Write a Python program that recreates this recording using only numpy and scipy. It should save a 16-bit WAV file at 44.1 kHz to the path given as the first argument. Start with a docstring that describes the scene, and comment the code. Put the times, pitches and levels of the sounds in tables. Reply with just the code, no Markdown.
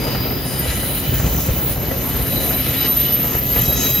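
"""Passenger cars squealing round a curve

Outdoors, a stereo microphone a few metres from the track as the cars roll slowly by. Flanges grind
on the rail and set wheel modes singing in turn; one very high squeal swells and sinks in pitch as
its wheel passes, and a lower one joins near the end. Underneath, the trucks thud and clank,
the wheels rumble and roar on the rails and the car bodies drone."""
import sys
import numpy as np
from scipy import signal
from scipy.fft import rfft, irfft
from scipy.io import wavfile
from scipy.ndimage import uniform_filter1d

SR = 44100
rng = np.random.default_rng(int(sys.argv[2]) if len(sys.argv) > 2 else 0)


def wav_out(sig):
    """Save sig, one row per channel (or a flat mono array), as 16-bit PCM at SR to the path in sys.argv[1]."""
    wavfile.write(sys.argv[1], SR, np.round(np.clip(np.atleast_2d(sig).T, -1, 1) * 32767).astype(np.int16))


N = 176400
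TIME, BIN_HZ = np.arange(N) / SR, np.maximum(np.arange(N // 2 + 1) * SR / N, 1)
SIDES = np.array([[1], [-1]])  # left, right


# The squealing wheel going past the microphone: time_s, pitch_hz
SQUEAL_GLIDE = [(0, 13163), (1.0, 13160), (2.0, 13105), (2.6, 13076), (2.95, 13040), (3.12, 13030),
                (3.45, 12955), (3.6, 12912), (3.72, 12890), (4.0, 12815)]
# How hard it sings: time_s, level_db
SQUEAL_SWELL = [(0, -39), (.31, -27), (.4, -36), (.55, -44), (.6, -25), (.65, -40), (.8, -38), (.99, -26),
                (1.06, -34), (1.7, -37), (1.86, -29.5), (2.25, -27), (2.52, -23), (2.6, -23.5), (2.69, -25),
                (2.89, -18), (2.935, -19.5), (2.975, -14), (3.05, -22.5), (3.12, -17), (3.2, -20),
                (3.5, -24.5), (3.59, -13.5), (3.67, -24.5), (3.715, -13.5), (3.77, -30), (3.85, -20.5),
                (3.93, -18.5), (3.96, -17), (4, -21)]
# Friction noise round the squeal: time_s, level_db
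FRICTION_SWELL = [(0.0, -37), (0.28, -37), (1.65, -34), (2.4, -30), (2.85, -27), (3.4, -28), (3.6, -26.5),
                  (4.0, -35)]
# Its colour: frequency_hz, level_db
FRICTION_SPECTRUM = [(11400, -34), (12200, -12), (12550, -1.5), (12850, 4), (13150, -4), (13400, -6),
                     (13700, -9), (14300, -6), (15000, -9), (15650, -15), (15950, -35)]
def high_squeal():
    """A very high wheel mode and its weaker upper mode sink together, wrapped in friction noise."""
    pitch_hz = in_time(SQUEAL_GLIDE) + 5.2 * drift(22)
    tone = locked_mode(pitch_hz, scatter=0.36, flutter_db=1.65, lead_rad=-0.6)
    upper = locked_mode(pitch_hz * 1.0853, scatter=0.36, flutter_db=1.65, lead_rad=-0.6)
    friction = metallic(rubbing(FRICTION_SPECTRUM, patchy_db=1.5, shake_db=0.5, rate_hz=6.2))
    squeal = fader(SQUEAL_SWELL, -0.5) * (tone + from_db(-18) * upper)
    return squeal + fader(FRICTION_SWELL, 1.5) * friction


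# A second squeal near the end: time_s, pitch_hz, level_db
LOW_SQUEAL_PATH = [(3.48, 3925, -80), (3.55, 3917, -41), (3.67, 3910, -30), (3.76, 3890, -35),
                   (3.885, 3900, -25.5), (4, 3895, -30)]
def low_squeal():
    """A lower mode catches, swells to a piercing peak and sags as its wheel comes near."""
    time_s, path_hz, level_db = np.transpose(LOW_SQUEAL_PATH)
    pitch_hz = np.interp(TIME, time_s, path_hz) + 4.3 * drift(22)
    tone = locked_mode(pitch_hz, scatter=0.27, flutter_db=2, lead_rad=0)
    return from_db(np.interp(TIME, time_s, level_db)) * tone


# Wheels singing out along the curve: start_s, length_s, pitch_hz, width_hz, level_db
WHEEL_NOTES = [(0, 0.27, 4838, 18, -36.5), (0, 0.67, 4950, 260, -37.5), (0, 3.6, 12830, 28, -43),
               (0.588, 0.28, 1970, 9.8, -39.5), (.6, 0.5, 2976, 28, -41.5), (0.657, 0.43, 4020, 30, -39.5),
               (0.725, .3, 10200, 5, -36), (.6, 0.44, 10084, 9, -36), (.6, 0.52, 9430, 14, -42),
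               (1.132, 0.42, 7260, 53, -43.5), (1.148, .38, 6070, 66, -42), (1.905, .026, 1980, 69, -30),
               (2.343, .089, 4000, 250, -34), (1.95, .65, 13526, 20, -35), (2.295, 0.83, 3965, 43, -38),
               (2.777, .076, 3900, 160, -33), (2.792, .09, 2983, 57, -31), (2.78, .1, 4942, 76, -38),
               (3.03, .09, 2990, 110, -32), (3.544, .56, 2560, 40, -40), (3.545, .54, 3245, 50, -39.5),
               (3.792, .085, 6308, 24, -31), (3.786, .09, 6553, 16, -28), (3.71, .3, 5050, 150, -39)]
# Short sizzles at the very top: centre_s, length_s, level_db
SIZZLE_BURSTS = [(.3, 0.54, -36), (.92, .22, -34), (1.142, .16, -27.5), (1.378, .21, -27.5),
                 (1.64, 0.21, -25.5), (3.9, 0.22, -31)]
# The modes that sizzle: pitch_hz, width_hz, level_db
SIZZLE_RESONANCES = [(15215, 70, -3), (15560, 90, -2), (15300, 600, -10)]
def singing_wheels():
    """Other wheel modes swell, flutter and let go; the highest sizzle in short bursts."""
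    notes, friction = 0, stereo_noise()
    for start_s, length_s, pitch_hz, width_hz, level_db in WHEEL_NOTES:
        attack_s, release_s = min(0.045, length_s / 2), min(0.074, length_s)
        rise = np.clip((TIME - start_s) / attack_s + .5, 0, 1)
        fall = np.clip((start_s + length_s - TIME) / release_s + .5, 0, 1)
        gain = from_db(level_db - 1 + drift(40))
        notes += gain * rise * fall * sustained(friction * resonance(pitch_hz, width_hz))
    bursts = sum(from_db(level_db) * np.exp(-(2 * (TIME - centre_s) / length_s) ** 2)
                 for centre_s, length_s, level_db in SIZZLE_BURSTS)
    return notes + bursts * ringing(SIZZLE_RESONANCES)


# Flanges on the rail, a few metres off: time_s, level_db
GRIND_SWELL = [(0.0, -33), (0.57, -35), (0.69, -31), (0.85, -33), (1.87, -36.5), (2.86, -29), (2.9, -35),
               (3.07, -30), (3.46, -36), (3.6, -29.5), (3.69, -38), (3.83, -29), (4.0, -37)]
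SCRAPE_SWELL = [(0, -44.5), (.34, -52.5), (.73, -38.5), (.87, -47), (1.42, -38), (1.6, -45), (2.85, -40.5),
                (3.43, -41.5), (3.73, -35), (3.83, -29.5), (3.93, -35.5)]
HISS_SWELL = [(0.0, -38.5), (0.37, -47.5), (0.47, -32.5), (0.82, -30.5), (1.14, -39.5), (1.71, -36),
              (1.84, -45), (2.28, -30.5), (2.77, -33), (3.39, -42.5), (4.0, -38)]
# Their colours, low to high: frequency_hz, level_db
GRIND_SPECTRUM = [(1200, -10), (1400, -4), (1750, -3), (2100, -3), (2900, -2), (3400, -3.5), (3900, -4),
                  (4400, -6), (5200, -8.5)]
SCRAPE_SPECTRUM = [(3800, -5), (4500, -7), (5100, -4), (5650, -1.5), (6400, 4), (7000, 3.5), (7600, 0),
                   (8400, -7.5), (9300, -5)]
HISS_SPECTRUM = [(8000, -18), (8900, 2.5), (9400, 4.5), (9750, -0.5), (10200, 4.5), (10900, -1), (12000, 0),
                 (13000, 0)]
# Wheels ringing under the grind: pitch_hz, width_hz, level_db
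WHEEL_RESONANCES = [(1310, 60, -10.5), (1985, 60, -11), (2325, 30, -15), (2587, 51, -12), (2984, 66, -7),
                    (3956, 150, -10), (5045, 81, -14), (6500, 53, -18)]
def flanges():
    """Steel rubs on steel: grinding and ringing wheels, scrape and hiss above, all juddering as one."""
    grind = metallic(rubbing(GRIND_SPECTRUM, patchy_db=1.5, shake_db=0.93, rate_hz=7.8))
    wheels = ringing(WHEEL_RESONANCES)
    scrape = metallic(rubbing(SCRAPE_SPECTRUM, patchy_db=2, shake_db=0.8, rate_hz=10))
    hiss = metallic(rubbing(HISS_SPECTRUM, patchy_db=3, shake_db=0.5, rate_hz=4.8), ring_db=3.5)
    judder = from_db(0.82 * drift(24))
    lower = fader(GRIND_SWELL) * (from_db(-1) * grind + from_db(-5.5) * wheels)
    upper = fader(SCRAPE_SWELL, 2) * scrape + fader(HISS_SWELL, 0.5) * hiss
    return (lower + upper) * judder


KNOCK_ATTACK_S, THUD_T60_S, CLANK_T60_S = 0.0023, 0.27, 0.14
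# Trucks knocking as they pass: start_s, thud_db, clank_db
TRUCK_KNOCKS = [(.071, -31, -28), (.147, -24, -21), (0.304, -32, -23.5), (0.674, -20, -40),
                (0.83, -21.5, -25.5), (1.088, -22, -39), (1.122, -21, -29), (1.197, -21, -21.5),
                (1.238, -19, -30.5), (1.345, -21, -26), (1.486, -15, -25.5), (1.757, -15, -28),
                (1.911, -15.5, -23.5), (2.144, -24, -28), (2.19, -23.5, -26.5), (2.505, -34, -22),
                (2.592, -19, -28), (2.661, -31, -23.5), (3.239, -30, -22.5), (3.343, -22, -22),
                (3.561, -21, -19.5), (3.714, -32, -24.5)]
# The noise of a knock: frequency_hz, level_db
THUD_SPECTRUM = [(30, -16), (60, 5.5), (120, -13), (260, -16), (500, -20)]
CLANK_SPECTRUM = [(150, -1), (300, 1), (600, 2), (1000, -7.5), (1400, -6.5), (2000, -6), (3200, -21),
                  (7000, -43)]
# Truck iron ringing, and the ground answering a heavy wheel: pitch_hz, level_db, t60_s
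IRON_RING = [(230.6, -2, 0.13), (464, -3.5, .09), (547, -4, 0.11), (724, -5, 0.088), (1328, -7, 0.075),
             (1978, -7, 0.056)]
GROUND_RING = [(61, 0, 0.16), (112, -3.5, .14)]
def truck_knocks(ring_samples=16000):
    """Each knock is a low thud through the ground and a shorter clank of loose iron."""
    thud_gain = clank_gain = 0
    rings, ring_age_s = np.zeros((2, N + ring_samples)), np.arange(ring_samples) / SR
    for start_s, thud_db, clank_db in TRUCK_KNOCKS:
        age_s = np.maximum(TIME - start_s, 0)
        rise = np.minimum(age_s / KNOCK_ATTACK_S, 1)
        thud_gain += rise * from_db(thud_db - 60 * np.minimum(age_s / THUD_T60_S, 2))
        clank_gain += rise * from_db(clank_db - 60 * np.minimum(age_s / CLANK_T60_S, 2))
        iron = from_db(clank_db - 1.5) * struck(IRON_RING, ring_age_s, spread_db=2.5)
        ground = from_db(thud_db - 1.5) * struck(GROUND_RING, ring_age_s, spread_db=1)
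        start = int(start_s * SR)
        rings[:, start:start + ring_samples] += iron + ground
    thud = from_db(-2) * thud_gain * noise(THUD_SPECTRUM)
    crunch = from_db(-2.5) * clank_gain * noise(CLANK_SPECTRUM)
    low_cut = signal.butter(4, 38, "high", fs=SR, output="sos")
    return signal.sosfilt(low_cut, thud + crunch + rings[:, :N])


# The rolling weight of the train, from the trackside: time_s, level_db
RUMBLE_SWELL = [(0.0, -26), (0.04, -26.5), (1.05, -26), (1.1, -21.5), (1.32, -21), (1.46, -25.5),
                (1.49, -20), (1.6, -27.5), (1.85, -25), (3.32, -27.5), (3.6, -21.5), (3.83, -26),
                (4.0, -22)]
ROAR_SWELL = [(.09, -24.5), (.47, -28), (1.3, -28), (2.5, -26), (2.81, -28), (4, -27)]
DRONE_SWELL = [(0, -34), (.6, -35), (1.6, -38.5), (2.05, -33.5), (2.5, -31), (3.0, -35), (3.5, -33),
               (4, -33.5)]
# Colours of wheel on rail: frequency_hz, level_db
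RUMBLE_SPECTRUM = [(22, -36), (30, -22), (40, -7), (50, -2), (64, 1), (80, -5.5), (110, -4.5), (160, -4),
                   (200, -9.5), (270, -30)]
ROAR_SPECTRUM = [(140, -14), (210, -1), (300, -3), (400, -4.5), (540, -5.5), (750, -10), (1000, -13),
                 (1400, -19.5), (1700, -24), (2300, -23.5)]
# Droning car bodies: pitch_hz, width_hz, level_db
BODY_RESONANCES = [(128.4, 7.6, 3), (263.5, 26, -1)]
def rolling():
    """Wheels rumble and roar on the rails while the car bodies drone at their resonances."""
    rumble = rubbing(RUMBLE_SPECTRUM, patchy_db=0, shake_db=1.06, rate_hz=6.9, bands=3)
    roar = rubbing(ROAR_SPECTRUM, patchy_db=1.5, shake_db=1.5, rate_hz=6.5)
    shaking = stereo_noise()
    drone = sum(from_db(level_db) * sustained(shaking * resonance(pitch_hz, width_hz))
                for pitch_hz, width_hz, level_db in BODY_RESONANCES)
    return fader(RUMBLE_SWELL, -0.5) * rumble + fader(ROAR_SWELL, -1) * roar + fader(DRONE_SWELL) * drone


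# How alike the two sides of the microphone are: frequency_hz, correlation
MIC_LIKENESS = [(30, .97), (300, .93), (800, .72), (1300, .4), (2300, .82), (5400, .45), (8100, .87),
                (12500, .96)]
# Left louder than right: frequency_hz, balance_db
MIC_BALANCE = [(40, 0), (150, -0.4), (500, 2.5), (2500, 1.5), (5000, 4), (10000, -0.3), (16000, 0)]
# Left ahead of right: frequency_hz, lead_rad
MIC_LEAD = [(150, .1), (600, .7), (1000, 1.5), (1500, .1), (5600, .3), (8200, 2.8), (10200, .85),
            (13000, -.6), (15700, -2.2)]
def stereo_noise():
    """Spectrum of white noise with the width and lean the train has at the microphone."""
    mid, side = rfft(rng.standard_normal((2, N)))
    alike = np.clip(at_hz(MIC_LIKENESS, BIN_HZ), -.99, .99)
    lean = balance(BIN_HZ) * np.exp(.5j * SIDES * at_hz(MIC_LEAD, BIN_HZ))
    return (np.sqrt(1 + alike) * mid + SIDES * np.sqrt(1 - alike) * side) * lean


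def balance(hz):
    """Left and right gains at a frequency."""
    return from_db(SIDES * at_hz(MIC_BALANCE, hz) / 2)


def locked_mode(pitch_hz, scatter, flutter_db, lead_rad):
    """A wheel mode locked into a fluttering tone, blurred as by scattered echoes; rms 1."""
    phase = 2 * np.pi * np.cumsum(pitch_hz) / SR + SIDES * lead_rad / 2
    blur = scatter * (drift(43) * np.sin(phase) + drift(45) * np.cos(phase))
    flutter = from_db(flutter_db * drift(28))
    return rms_one((np.sin(phase) + blur) * flutter * balance(pitch_hz.mean()))


def struck(modes, age_s, spread_db):
    """Modes ring from rest, each with its own strength, tuning and polarity at every blow."""
    ring = 0
    for hz, level_db, t60_s in modes:
        strength, detune, polarity = rng.standard_normal(3)
        phase = 2 * np.pi * hz * (1 + 0.033 * detune) * age_s + SIDES * at_hz(MIC_LEAD, hz) / 2
        decay = from_db(level_db + spread_db * strength - 60 * age_s / t60_s)
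        ring += np.sign(polarity) * balance(hz) * decay * np.sin(phase)
    return ring * np.minimum(age_s / KNOCK_ATTACK_S, 1)


def rubbing(spectrum, patchy_db, shake_db, rate_hz, bands=5):
    """Noise whose bands flicker on their own (patchy) and all together (shake); rms 1."""
    source, rub = stereo_noise() * colour(spectrum), 0
    centres_hz = np.geomspace(spectrum[0][0], spectrum[-1][0], bands)
    for share in np.eye(bands):
        band = irfft(source * np.interp(np.log(BIN_HZ), np.log(centres_hz), share), N)
        rub += band * from_db(patchy_db * drift(rate_hz))
    return rms_one(rub * from_db(shake_db * drift(2 * rate_hz)))


def metallic(rub, ring_db=4.5, mode_width_hz=14, sets=9):
    """Many narrow modes stand out of the noise, a new set every half second; rms 1."""
    spectrum, ring = rfft(rub), 0
    for share in np.eye(sets):
        heights = rng.standard_normal(4096)
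        ripple = from_db(ring_db * np.interp(BIN_HZ / mode_width_hz, np.arange(len(heights)), heights))
        crossfade = np.interp(TIME, np.linspace(0, TIME[-1], sets), share)
        ring += irfft(spectrum * ripple, N) * crossfade
    return rms_one(ring)


def sustained(spectrum):
    """A narrow ringing held at an even strength; rms 1."""
    tone = irfft(spectrum, N)
    power = uniform_filter1d(np.mean(tone ** 2, axis=0), size=3000)
    return rms_one(tone / np.sqrt(np.abs(power) + 1e-12))


def ringing(modes):
    """Resonances kept ringing by friction; rms 1."""
    response = sum(from_db(level_db) * resonance(hz, width_hz) for hz, width_hz, level_db in modes)
    return rms_one(irfft(stereo_noise() * response, N))


def resonance(hz, width_hz):
    """Gain per frequency of a steep resonance of unit power."""
    return rms_one(1 / (1 + ((BIN_HZ - hz) / width_hz * 2) ** 2))


def noise(spectrum):
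    """Even, coloured stereo noise; rms 1."""
    return rms_one(irfft(stereo_noise() * colour(spectrum), N))


def colour(spectrum):
    """Gain per frequency, falling steeply beyond the ends of the table."""
    skirts = np.minimum(BIN_HZ / spectrum[0][0], 1) * np.minimum(spectrum[-1][0] / BIN_HZ, 1)
    return from_db(at_hz(spectrum, BIN_HZ)) * skirts ** 6


def drift(rate_hz):
    """Random wander, mostly slower than rate_hz; rms 1."""
    white = rfft(rng.standard_normal(N))
    return rms_one(irfft(white / (1 + (BIN_HZ / rate_hz) ** 2) * (BIN_HZ > 1), N))


def fader(levels, trim_db=0):
    """Gain at every sample from a level table and a trim."""
    return from_db(in_time(levels) + trim_db)


def in_time(rows):
    """Read a table at every sample."""
    return np.interp(TIME, *np.transpose(rows))


def at_hz(rows, hz):
    """Read a table on a log-frequency axis."""
    table_hz, values = np.transpose(rows)
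    return np.interp(np.log(hz), np.log(table_hz), values)


def from_db(db):
    """Decibels to gain."""
    return 10 ** (np.asarray(db) / 20)


def rms_one(x):
    """Scale to rms 1, taken on the middle of a stereo pair."""
    return x / np.sqrt(np.mean(np.atleast_2d(x).mean(axis=0) ** 2) + 1e-20)


def scene():
    """The whole train, heard from beside the curve."""
    return rolling() + truck_knocks() + flanges() + high_squeal() + low_squeal() + singing_wheels()


def record(dry):
    """The top is cut steeply at about 16 kHz."""
    return signal.sosfilt(signal.cheby2(20, 70, 16400, fs=SR, output="sos"), dry)


dry = scene()
out = record(dry)
wav_out(out)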